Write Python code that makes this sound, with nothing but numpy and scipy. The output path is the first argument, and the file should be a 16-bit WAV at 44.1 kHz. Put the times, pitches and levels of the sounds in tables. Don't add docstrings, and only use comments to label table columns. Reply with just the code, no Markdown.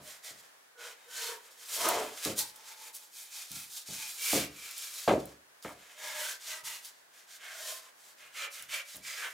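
import sys
import numpy as np
from scipy import signal
from scipy.fft import rfft, irfft
from scipy.io import wavfile
from scipy.ndimage import uniform_filter1d

SR = 44100
rng = np.random.default_rng(int(sys.argv[2]) if len(sys.argv) > 2 else 0)


def attenuation_scalar(level_db):
    decades = np.asarray(level_db, float) / 20
    return 10 ** decades


def generate_wav(sig):
    pcm = np.round(np.clip(np.atleast_2d(sig).T, -1, 1) * 32767).astype(np.int16)
    wavfile.write(sys.argv[1], SR, pcm)


N = 411453
TIME = np.arange(N) / SR

# f/Hz, density/dB per Hz
AIR_COLOUR = [(18, -58), (30, -23), (208, -8), (389, -2.5), (656, 0.5), (1400, 0), (1680, 3), (2420, -5),
              (10500, -11), (15500, -11)]
# f/Hz, T60/s
ROOM_T60 = [(100, 0.47), (500, 0.39), (2000, 0.31), (8000, 0.14)]

# f/Hz, width/Hz, level/dB
BENCH_MODES = [(69.4, 4.7, 3), (77, 3.2, -1), (144.4, 5.7, 2.5), (188.6, 17, -1.5), (290, 29, -6.5),
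               (437, 14, -6.5), (590, 120, -7), (670, 54, -0.5), (694, 14, -9.5), (883, 30, 2.5),
               (976, 30, -2), (1234, 98, -3)]
# f/Hz, T60/s
BENCH_T60 = [(70, 0.47), (150, 0.32), (350, 0.29), (650, 0.25), (1100, 0.099), (2500, 0.21)]
# t/s, level/dB, rumble centre f/Hz
DRAG_PATH = [
    (1.75, -69, 830),
    (1.776, -46, 613),
    (1.868, -24.5, 1070),
    (1.9, -30.5, 766),
    (1.95, -27, 650),
    (2.022, -35.5, 580),
    (2.074, -41, 430),
    (2.144, -51.5, 484),
    (2.22, -72, 812),
]
# f/Hz, density/dB per Hz
SCRAPE_COLOUR = [(24, -83), (40, -16), (165, -17.5), (436, 2), (509, -10), (637, 0), (707, -25), (885, -4),
                 (1500, -14), (2600, -45), (5500, -120)]
# t/s, level/dB, bloom centre/octaves over 100 Hz, reach above it/octaves, settling/s
LANDINGS = [(0.0, -58.5, 0.87, 5.1, 0.014), (0.305, -64, 1.6, 2.2, 0.016), (2.258, -38, 2.14, 0.55, 0.046),
            (3.505, -56.5, 1.13, 0.63, 0.068), (3.886, -52.5, 0.83, 1.8, 0.039),
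            (4.329, -32.5, 2.05, 0.72, 0.05), (5.076, -25, 2.15, 2, 0.053), (5.647, -48, 4.5, 0.4, 0.083),
            (5.648, -45.5, 2.1, 1.2, 0.01), (6.03, -78, 1.6, .4, 0.19), (6.631, -74, 0.52, .8, 0.032),
            (8.202, -86, 0.34, 1, 0.061), (8.599, -72.5, 0.45, 2.6, 0.096), (8.944, -59.5, 1, 3.1, 0.049)]
# t/s, peak level/dB, pitch f/Hz
BASE_SLAPS = [(4.3325, -27, 600), (4.357, -27, 330), (4.377, -26, 450), (5.0775, -19, 700),
              (5.0955, -19, 750), (5.1035, -21, 300), (5.112, -15, 600), (5.127, -19, 420),
              (5.137, -15, 520), (5.1455, -23, 500), (5.1635, -25, 600), (5.179, -25, 300)]

# t/s, peak level/dB, 3-7 kHz level over the peak/dB, length/ms
SHEET_TICKS = [(0.1514, -62, -9, 1.5), (0.2422, -53, 2, 6.7), (1.8876, -19, -22, 1.5),
               (2.2496, -33, 9.5, 2.6), (2.497, -49, 6, 1.5), (3.5159, -38, 2, 1.5), (4.7097, -41, -4, 4.4),
               (4.78, -35, -11, 1.7), (5.255, -37.5, -24, 1.8), (5.6257, -47, 4.5, 1.13),
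               (8.6235, -35, -28, 1.3), (8.9574, -40, -6, 1.4), (8.967, -39, -23, 1.3)]
# t/s, peak level/dB, 3-7 kHz level over the peak/dB, length/ms
RAG_BITES = [
    (2.5576, -43.5, 0, 8.9),
    (2.946, -36, -9, 11.6),
    (5.6251, -53, -7, 14),
    (6.6473, -53, -2, 14),
    (6.8442, -41.5, 4, 24),
    (8.6991, -51, 1, 14),
    (9.0364, -51, 6, 14),
]

GRIP_ENDS = [.6, 1.03, 1.6, 2.39, 3.1, 4.18, 5.07, 5.85, 6.4, 7.0, 7.62, 8.1, 8.68, 9.16, 9.4]
# f/Hz, width/Hz, level/dB
SEATED_MODES = [
    [(510, 200, -3), (1290, 10, -6), (1900, 260, 3), (3430, 260, -7), (3810, 82, -6)],
    [(484, 17, 5), (1013, 45, -14), (1450, 70, 6), (2880, 31, -10), (3289, 38, -5)],
    [(484, 22, -2), (950, 21, -13), (1490, 84, -2), (1800, 83, 1), (2983, 160, -5.5), (3228, 65, -17.5)],
    [],
    [(866.5, 26, 0), (2300, 1100, -7), (3600, 50, -12), (3580, 23, 12)],
    [(856, 150, 0), (1258, 20, 1), (2480, 250, -2.5)],
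    [(1493, 32, -13.5), (1910, 90, -3.5), (2280, 98, 6.5), (2800, 110, 10), (3360, 29.6, -19),
     (3980, 41, 2.5)],
    [],
]
# f/Hz, width/Hz, level/dB
UPRIGHT_MODES = [
    [(643, 79, -7), (1695, 160, -5), (1970, 110, -8), (2198, 32, -2), (2850, 54, -9.5), (945, 170, -5)],
    [(910, 110, -8), (1268, 19, -2), (2000, 300, -6), (2890, 69, 9), (612, 48, -13)],
    [(673, 115, -7), (1530, 300, -1), (1916, 26, -2), (2156, 54, -7.5), (3258, 56, -7)],
    [(480, 50, -8), (640, 45, -7), (1050, 30, 5), (1470, 45, -1), (1810, 24, 13), (2860, 52, -12)],
    [(565, 140, -8), (1346, 54, 3), (1746, 36, -7), (2140, 250, -1), (2930, 100, 6), (3700, 59, -5)],
    [(564, 79, -6), (1984, 200, -1.5), (2280, 230, -5), (2980, 183, 5), (3520, 150, -4)],
    [(1590, 390, 10), (1930, 89, -3), (2230, 70, -10), (2960, 180, -15), (1142, 90, -6)],
]
# low edge f/Hz, high edge f/Hz, share of panel modes/dB
RUB_LAYERS = [
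    (3280, 7330, -27),
    (8200, 14760, -40),
    (1279.5, 3150, -6),
    (430, 1130, 1.5),
]
# level over the small panel/dB, how late in the stroke the rag crosses it/s
LARGE_PANEL_GRIPS = [(-6.5, 0.0082), (-5, -0.014), (-6, 0.056), (-8, 0.018), (-0.5, 0.012), (-11, 0.016),
                     (-13, 0.01), (-0.5, 0.028), (-8, -0.0091), (-11.5, 0.024), (-12, -0.0083), (-6, 0.024),
                     (-13, 0.05), (-16, 0.029), (-11.5, 0.034)]
# fastest moment t/s, speeding up/s, slowing down/s, hiss
# level/dB, small panel level over hiss/dB
RAG_STROKES = [(0.089, 0.1, 0.15, -52.5, -4.5), (0.265, 0.05, 0.084, -47, -5.5),
               (0.401, 0.19, 0.021, -60, -6), (0.432, 0.023, 0.072, -62.5, -2), (0.86, 0.1, 0.11, -50, 1),
               (1.023, 0.16, 0.31, -67, 2), (1.247, 0.2, 0.16, -42.5, -3), (1.466, 0.13, 0.05, -60.2, -2),
               (1.516, 0.022, 0.072, -60, -5), (1.632, 0.094, 0.031, -54, -4.5),
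               (1.82, 0.21, 0.14, -37.5, -7), (1.845, 0.11, 0.34, -40, -0.5),
               (2.23, 0.22, 0.071, -49.5, -3.5), (2.252, 0.042, 0.12, -39, -4),
               (2.405, 0.059, 0.041, -33.5, -14.5), (2.439, 0.012, 0.12, -50.5, -12.5),
               (2.559, 0.059, 0.21, -61.5, -3),
               (2.708, 0.1, 0.062, -52, -6.5), (2.859, 0.14, 0.077, -51, -6.5),
             (2.964, 0.05, 0.02, -50, -15.5), (2.982, 0.01, 0.17, -57, -9.5), (3.217, 0.13, 0.099, -50, -9),
             (3.401, 0.17, 0.11, -47.5, -8.5), (3.572, 0.13, 0.15, -45.5, -9.5),
             (3.766, 0.11, 0.093, -46.5, -11.5), (3.95, 0.12, 0.32, -43.5, -7),
             (4.079, 0.02, 0.17, -50, -15), (4.302, 0.15, 0.2, -33.5, -6.5),
             (4.377, 0.016, 0.1, -43.5, 2.5), (4.684, 0.24, 0.11, -50, -3.5),
             (4.821, 0.15, 0.27, -45.5, -7.5), (5.01, 0.13, 0.22, -47, -8),
             (5.078, 0.0068, 0.044, -45, 10.5), (5.201, 0.025, 0.024, -53.5, -4),
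             (5.22, 0.011, 0.2, -59.5, -1.5),
               (5.64, 0.024, 0.13, -55, -6), (5.908, 0.24, 0.35, -61, 1.0), (6.078, 0.13, 0.22, -46, -1.5),
                (6.244, 0.13, 0.16, -40, -3.5), (6.505, 0.13, 0.14, -44.5, -3),
                (6.664, 0.035, 0.2, -44, -4.5), (6.86, 0.052, 0.074, -53, -6.5),
                (6.95, 0.065, 0.15, -69, -7), (7.18, 0.08, 0.096, -60.5, -1.5),
                (7.307, 0.052, 0.1, -58, -4.5), (7.36, 0.051, 0.037, -55, -5.5),
                (7.467, 0.1, 0.36, -53.5, 4.5), (7.696, 0.24, 0.15, -44, -6), (7.83, 0.019, 0.11, -58, -2),
                (8.084, 0.17, 0.091, -62, -5.5), (8.206, 0.058, 0.17, -61, 2.5),
                (8.419, 0.11, 0.082, -45.5, 4), (8.553, 0.067, 0.16, -50.5, -3.5),
                (8.739, 0.068, 0.11, -43, 2), (8.94, 0.133, 0.044, -51, -5),
                (8.958, 0.011, 0.11, -59.5, -6), (9.07, 0.059, 0.36, -46, -1.5),
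                (9.245, 0.12, 0.05, -48.5, 8)]
# t/s, half length/s, f/Hz, level/dB
LOOP_CROSSINGS = [(0.85, 0.09, 490, -56), (0.84, 0.08, 1480, -54), (0.85, 0.07, 3240, -61),
                  (1.05, 0.07, 3800, -71), (1.09, 0.03, 484, -60), (1.24, 0.07, 484, -54),
                  (1.32, 0.06, 484, -50), (1.31, 0.08, 926, -54), (1.2, 0.11, 1550, -53),
                  (1.15, 0.05, 3220, -58), (1.23, 0.08, 4360, -53), (1.25, 0.1, 2970, -57),
                  (2.425, 0.045, 872, -51), (2.585, 0.04, 872, -63), (2.72, 0.07, 872, -63),
                  (2.86, 0.08, 872, -59), (3.03, 0.04, 872, -68), (2.71, 0.03, 1440, -61),
                  (2.4, 0.05, 1560, -56), (2.4, 0.04, 1900, -56), (4.27, 0.07, 2300, -46),
                  (4.4, 0.03, 2387, -46), (4.64, 0.1, 2330, -58), (4.85, 0.12, 2330, -60),
                  (4.32, 0.08, 2836, -49), (6.1, 0.13, 614, -54), (6.22, 0.04, 602, -52),
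                  (6.07, 0.09, 3730, -56), (6.1, 0.08, 2107, -56), (6.27, 0.05, 1560, -46),
                  (6.34, 0.03, 1560, -53), (6.25, 0.04, 1970, -51), (6.25, 0.04, 3600, -51),
                  (6.25, 0.05, 2920, -52), (6.54, 0.05, 632, -61), (6.58, 0.04, 967, -59),
                  (6.57, 0.05, 1290, -57), (6.53, 0.04, 1580, -53), (6.55, 0.06, 1950, -53),
                  (6.69, 0.06, 1290, -58), (6.68, 0.05, 893, -59), (6.69, 0.06, 1950, -55),
                  (8.42, 0.05, 1294, -48), (8.44, 0.06, 2326, -49), (8.46, 0.06, 571, -56),
                  (8.74, 0.05, 3650, -50), (8.76, 0.05, 2295, -47), (8.79, 0.04, 1440, -55),
                  (9.08, 0.06, 2280, -54), (9.25, 0.05, 1550, -46),
                  (.06, .03, 600, -61), (.29, .04, 1950, -58), (3.56, .05, 1420, -63),
                   (4.04, .07, 870, -62), (7.56, .05, 1480, -55), (7.6, .05, 650, -59),
                   (7.65, .06, 2950, -57), (7.66, .04, 1830, -55), (7.73, .03, 620, -57),
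                   (7.74, .06, 1020, -57), (7.86, .04, 1020, -63), (8.59, .04, 1350, -59),
                   (9.23, .04, 1150, -54), (9.22, .05, 2250, -53), (8.42, .05, 3000, -53),
                   (9.12, .05, 4950, -55), (8.41, .05, 4200, -55), (8.75, .04, 4450, -55),
                   (8.76, .04, 3000, -52)]
# t/s, left minus right level/dB
HAND_PAN = [
    (0.0, -2),
    (0.57, -0.5),
    (4.24, -0.5),
    (5.43, 0),
    (5.82, -0.5),
    (9.33, -1.5),
]

STROKE_ROUND = 1.74
FIBRE_DB, FIBRE_PER_PANEL = -3.5, -0.35


def level(x, db=0):
    return x * attenuation_scalar(db) / np.sqrt(np.mean(x ** 2) + 1e-30)


def band(x, lo_hz, hi_hz):
    sos = signal.butter(3, [lo_hz, min(hi_hz, .45 * SR)], "bandpass", fs=SR, output="sos")
    return signal.sosfilt(sos, x)


def ring(x, hz, width_hz):
    r = np.exp(-np.pi * width_hz / SR)
    return signal.lfilter([1 - r, 0, r - 1], [1, -2 * r * np.cos(2 * np.pi * hz / SR), r * r], x)


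def colour(x, points):
    hz, db = np.transpose(points)
    f = np.fft.rfftfreq(x.shape[-1], 1 / SR) + 1
    return irfft(rfft(x) * attenuation_scalar(np.interp(np.log(f), np.log(hz), db)), x.shape[-1])


def walk(rate, size=N):
    k = int(SR / rate)
    held = np.repeat(rng.standard_normal(size // k + 1), k)
    return 1.49 * uniform_filter1d(held, k)[:size]


def slips(rate, spread_db):
    chance = rng.random((3, N))
    happens = chance[0] < rate / SR
    size = attenuation_scalar(-spread_db * np.log(chance[2] + 1e-6))
    return level(happens * np.sign(chance[1] - .5) * size)


def shop():
    mid, side = colour(rng.standard_normal((2, N)), AIR_COLOUR)
    side = attenuation_scalar(1.0) * band(side, 150, 19000)
    return level(mid + np.array([side, -side]), -61.5) * attenuation_scalar(1.0 * walk(3.3))


def room(x, mid_db, side_db):
    t = np.arange(int(.7 * SR)) / SR
    hz, t60 = np.transpose(ROOM_T60)
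    tails = 0
    for f in 60 * 2. ** np.arange(8):
        decay = attenuation_scalar(-60 * t / np.interp(np.log(f), np.log(hz), t60)) * np.minimum(t / 0.0009, 1)
        top = f * np.sqrt(2) * (1.6 if f > 7000 else 1)
        tails = tails + band(rng.standard_normal((2, len(t))), f / np.sqrt(2), top) * decay
    tails = tails / np.sqrt(np.sum(tails ** 2, axis=1, keepdims=True))
    mid, side = signal.fftconvolve(x[None], tails, axes=1)[:, :N]
    side = attenuation_scalar(side_db) * band(side, 560, 19000)
    return attenuation_scalar(mid_db) * mid + np.array([side, -side])


def glance(x, lag_ms, swing_ms, db):
    lag = np.maximum(lag_ms + swing_ms * walk(1.8), .05) * SR / 1000
    echo = np.interp(np.arange(N) - lag, np.arange(N), x)
    return attenuation_scalar(db) * band(echo, 4600, 19000)


def drag():
    s, db, hz = np.transpose(DRAG_PATH)
    judder = slips(2500, 1.3) * attenuation_scalar(1.3 * walk(50))
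    broad = level(colour(judder, SCRAPE_COLOUR))
    centre = np.interp(TIME, s, hz)
    ringing = 0
    for f, _, _ in BENCH_MODES:
        if f > 250:
            ringing = ringing + ring(judder, f, 48) * np.exp(-(np.log(centre / f) / 0.43) ** 2)
    loudness = attenuation_scalar(np.interp(TIME, s, db, left=-120, right=-120))
    return level(broad + attenuation_scalar(7.5) * level(ringing)) * loudness


def knocks():
    out, t = np.zeros(N), np.arange(SR // 2) / SR
    hz, t60 = np.transpose(BENCH_T60)
    lead = SR // 10
    contact = np.minimum(t / 0.0014, 1) * (1 + 0.84 * np.exp(-t / 0.0047))
    for s, db, centre, reach, settle in LANDINGS:
        chance = rng.random((2, len(t) + lead))
        rattle = (chance[0] < 1200 / SR) * (2 * chance[1] - 1)
        rattle = attenuation_scalar(-6.5) * rattle + sum(attenuation_scalar(m_db) * ring(rattle, f, w) for f, w, m_db in BENCH_MODES)
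        hit = 0
        for octave in np.arange(-.75, 5.5, .5):
            f, above = 100 * 2 ** octave, octave - centre
            weight_db = -10 * (above / reach) ** 0.71 if above > 0 else 7.5 * above
            since_settled = np.maximum(t - settle * min(700 / f, 1) ** 0.73, 0)
            fade_db = -60 * since_settled / np.interp(np.log(f), np.log(hz), t60)
            stir = band(rattle, f / 2 ** (1 / 4), f * 2 ** (1 / 4))[lead:]
            swell = np.sqrt(np.abs(uniform_filter1d(stir ** 2, SR // 40)) / np.mean(stir ** 2))
            stir = stir / (.3 + swell)
            shape = contact * np.minimum(t * f, 1) * attenuation_scalar(max(weight_db, -45) + fade_db)
            hit = hit + stir * shape / np.sqrt(f)
        i = int(max(s, 0) * SR)
        out[i:i + len(t)] += (hit * attenuation_scalar(db) / np.std(hit[:int(.08 * SR)]))[:N - i]
    return out


def slaps():
    out, t = np.zeros(N), np.arange(2000) / SR
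    for s, db, hz in BASE_SLAPS:
        phase = t * hz / 1.4
        pulse = np.e * phase * np.exp(-phase * 2) * -2 * np.sin(2 * np.pi * hz * t)
        crack = band(rng.standard_normal(len(t)), 1000, 2700) * np.exp(-t / 0.0083) * attenuation_scalar(-16)
        i = int(s * SR)
        out[i:i + len(t)] += attenuation_scalar(db) * (pulse + crack)
    return out


def crackles(events):
    high, low, t = np.zeros(N), np.zeros(N), np.arange(4000) / SR
    for s, db, low_db, ms in events:
        lengths = 1000 * t / max(ms, .2)
        burst = rng.standard_normal(len(t)) * np.exp(-lengths) * np.minimum(5 * lengths, 1) * attenuation_scalar(db)
        i = int(s * SR)
        high[i:i + len(t)] += burst
        low[i:i + len(t)] += burst * attenuation_scalar(low_db)
    return band(high, 8550, 15700) + band(low, 3140, 6350)


def add_stroke(power, s, rise, fall, db):
    rise, fall = max(rise, .003), max(fall, .003)
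    a, b = max(int((s - rise) * SR), 0), min(int((s + fall) * SR), N)
    away = np.clip(np.maximum((s - TIME[a:b]) / rise, (TIME[a:b] - s) / fall), 0, 1)
    power[..., a:b] += (attenuation_scalar(db) * np.abs(np.cos(np.pi / 2 * away)) ** STROKE_ROUND) ** 2


def strokes():
    power = np.full((4, N), 1e-10)
    for s, rise, fall, db, panel_db in RAG_STROKES:
        large_db, late = LARGE_PANEL_GRIPS[np.searchsorted(GRIP_ENDS, s)]
        fibre_db = FIBRE_DB + FIBRE_PER_PANEL * panel_db
        add_stroke(power[:2], s, rise, fall, db + np.array([[0], [fibre_db]]))
        add_stroke(power[2], s + late / 2, rise + late / 2, fall - late / 2, db + panel_db)
        add_stroke(power[3], s + late, rise + late, fall - late, db + panel_db + large_db)
    return np.sqrt(power)


def singing(force):
    out = np.zeros(N)
    for s, half, hz, db in LOOP_CROSSINGS:
        half = max(half, .01) * 1.2
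        a, b = max(int((s - half) * SR), 0), min(int((s + half) * SR), N)
        width = 22 + .016 * hz
        tone = level(ring(ring(force[a:b], hz, width), hz, 3 * width))
        swell = np.sqrt(np.abs(uniform_filter1d(tone ** 2, SR // 30)))
        tone = tone / (.55 + swell)
        out[a:b] += level(tone, db) * np.cos(np.pi / 2 * (TIME[a:b] - s) / half)
    return out


def rag():
    gains = strokes()
    force = slips(9000, 0.92) * attenuation_scalar(1.0 * walk(60) + 0.27 * walk(14))
    pressed = np.clip(gains[0] * attenuation_scalar(54), .1, 1)
    edges = (np.array([0] + GRIP_ENDS) * SR).astype(int)
    out = 0
    for (lo_hz, hi_hz, share_db), gain in zip(RUB_LAYERS, gains):
        panels, share = np.zeros((2, N))
        for a, b, modes in zip(edges, edges[1:], SEATED_MODES + UPRIGHT_MODES):
            held = force[a:b]
            near = []
            for hz, width, m_db in modes:
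                if lo_hz < hz < hi_hz:
                    wander = attenuation_scalar(m_db + 2.5 * walk(7, size=len(held)))
                    near.append(wander * ring(held, hz, max(width, 25)))
            if near:
                panels[a:b] = level(band(sum(near), 1.18 * lo_hz, 0.86 * hi_hz))
                share[a:b] = attenuation_scalar(share_db) * pressed[a:b]
        layer = (level(band(force, lo_hz, hi_hz)) + share * panels) / np.sqrt(1 + share ** 2)
        out = out + layer * gain * attenuation_scalar(0.54 * walk(11))
    return out + singing(force)


def scene():
    rub = rag()
    rub = attenuation_scalar(-1.5) * (rub + glance(rub, 1.256, 0.11, -14))
    rub = rub + attenuation_scalar(7.0) * crackles(SHEET_TICKS) + attenuation_scalar(-1.5) * crackles(RAG_BITES)
    blows = knocks() + attenuation_scalar(-1.5) * drag() + slaps()
    shelf = attenuation_scalar(-14.5) * band(np.roll(rub, int(.0031 * SR)), 3000, 19000)
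    pan_db = np.interp(TIME, *np.transpose(HAND_PAN))
    direct = rub * attenuation_scalar(np.array([pan_db, -pan_db]) / 2) + np.array([shelf, -shelf]) + blows
    return direct + room(rub + attenuation_scalar(-5.0) * blows, -9.0, -11.5) + shop()


def band_limit(x):
    return signal.sosfilt(signal.butter(12, 16970, fs=SR, output="sos"), x)


def record(dry):
    heard = colour(dry, [(25, -34.0), (55, -4.5), (80, -1.5), (10000, 2), (13000, -0.5), (15500, 0)])
    heard = signal.sosfilt(signal.ellip(10, .3, 45, 15820, fs=SR, output="sos"), heard)
    return band_limit(heard)


dry = scene()
out = record(dry)
generate_wav(out)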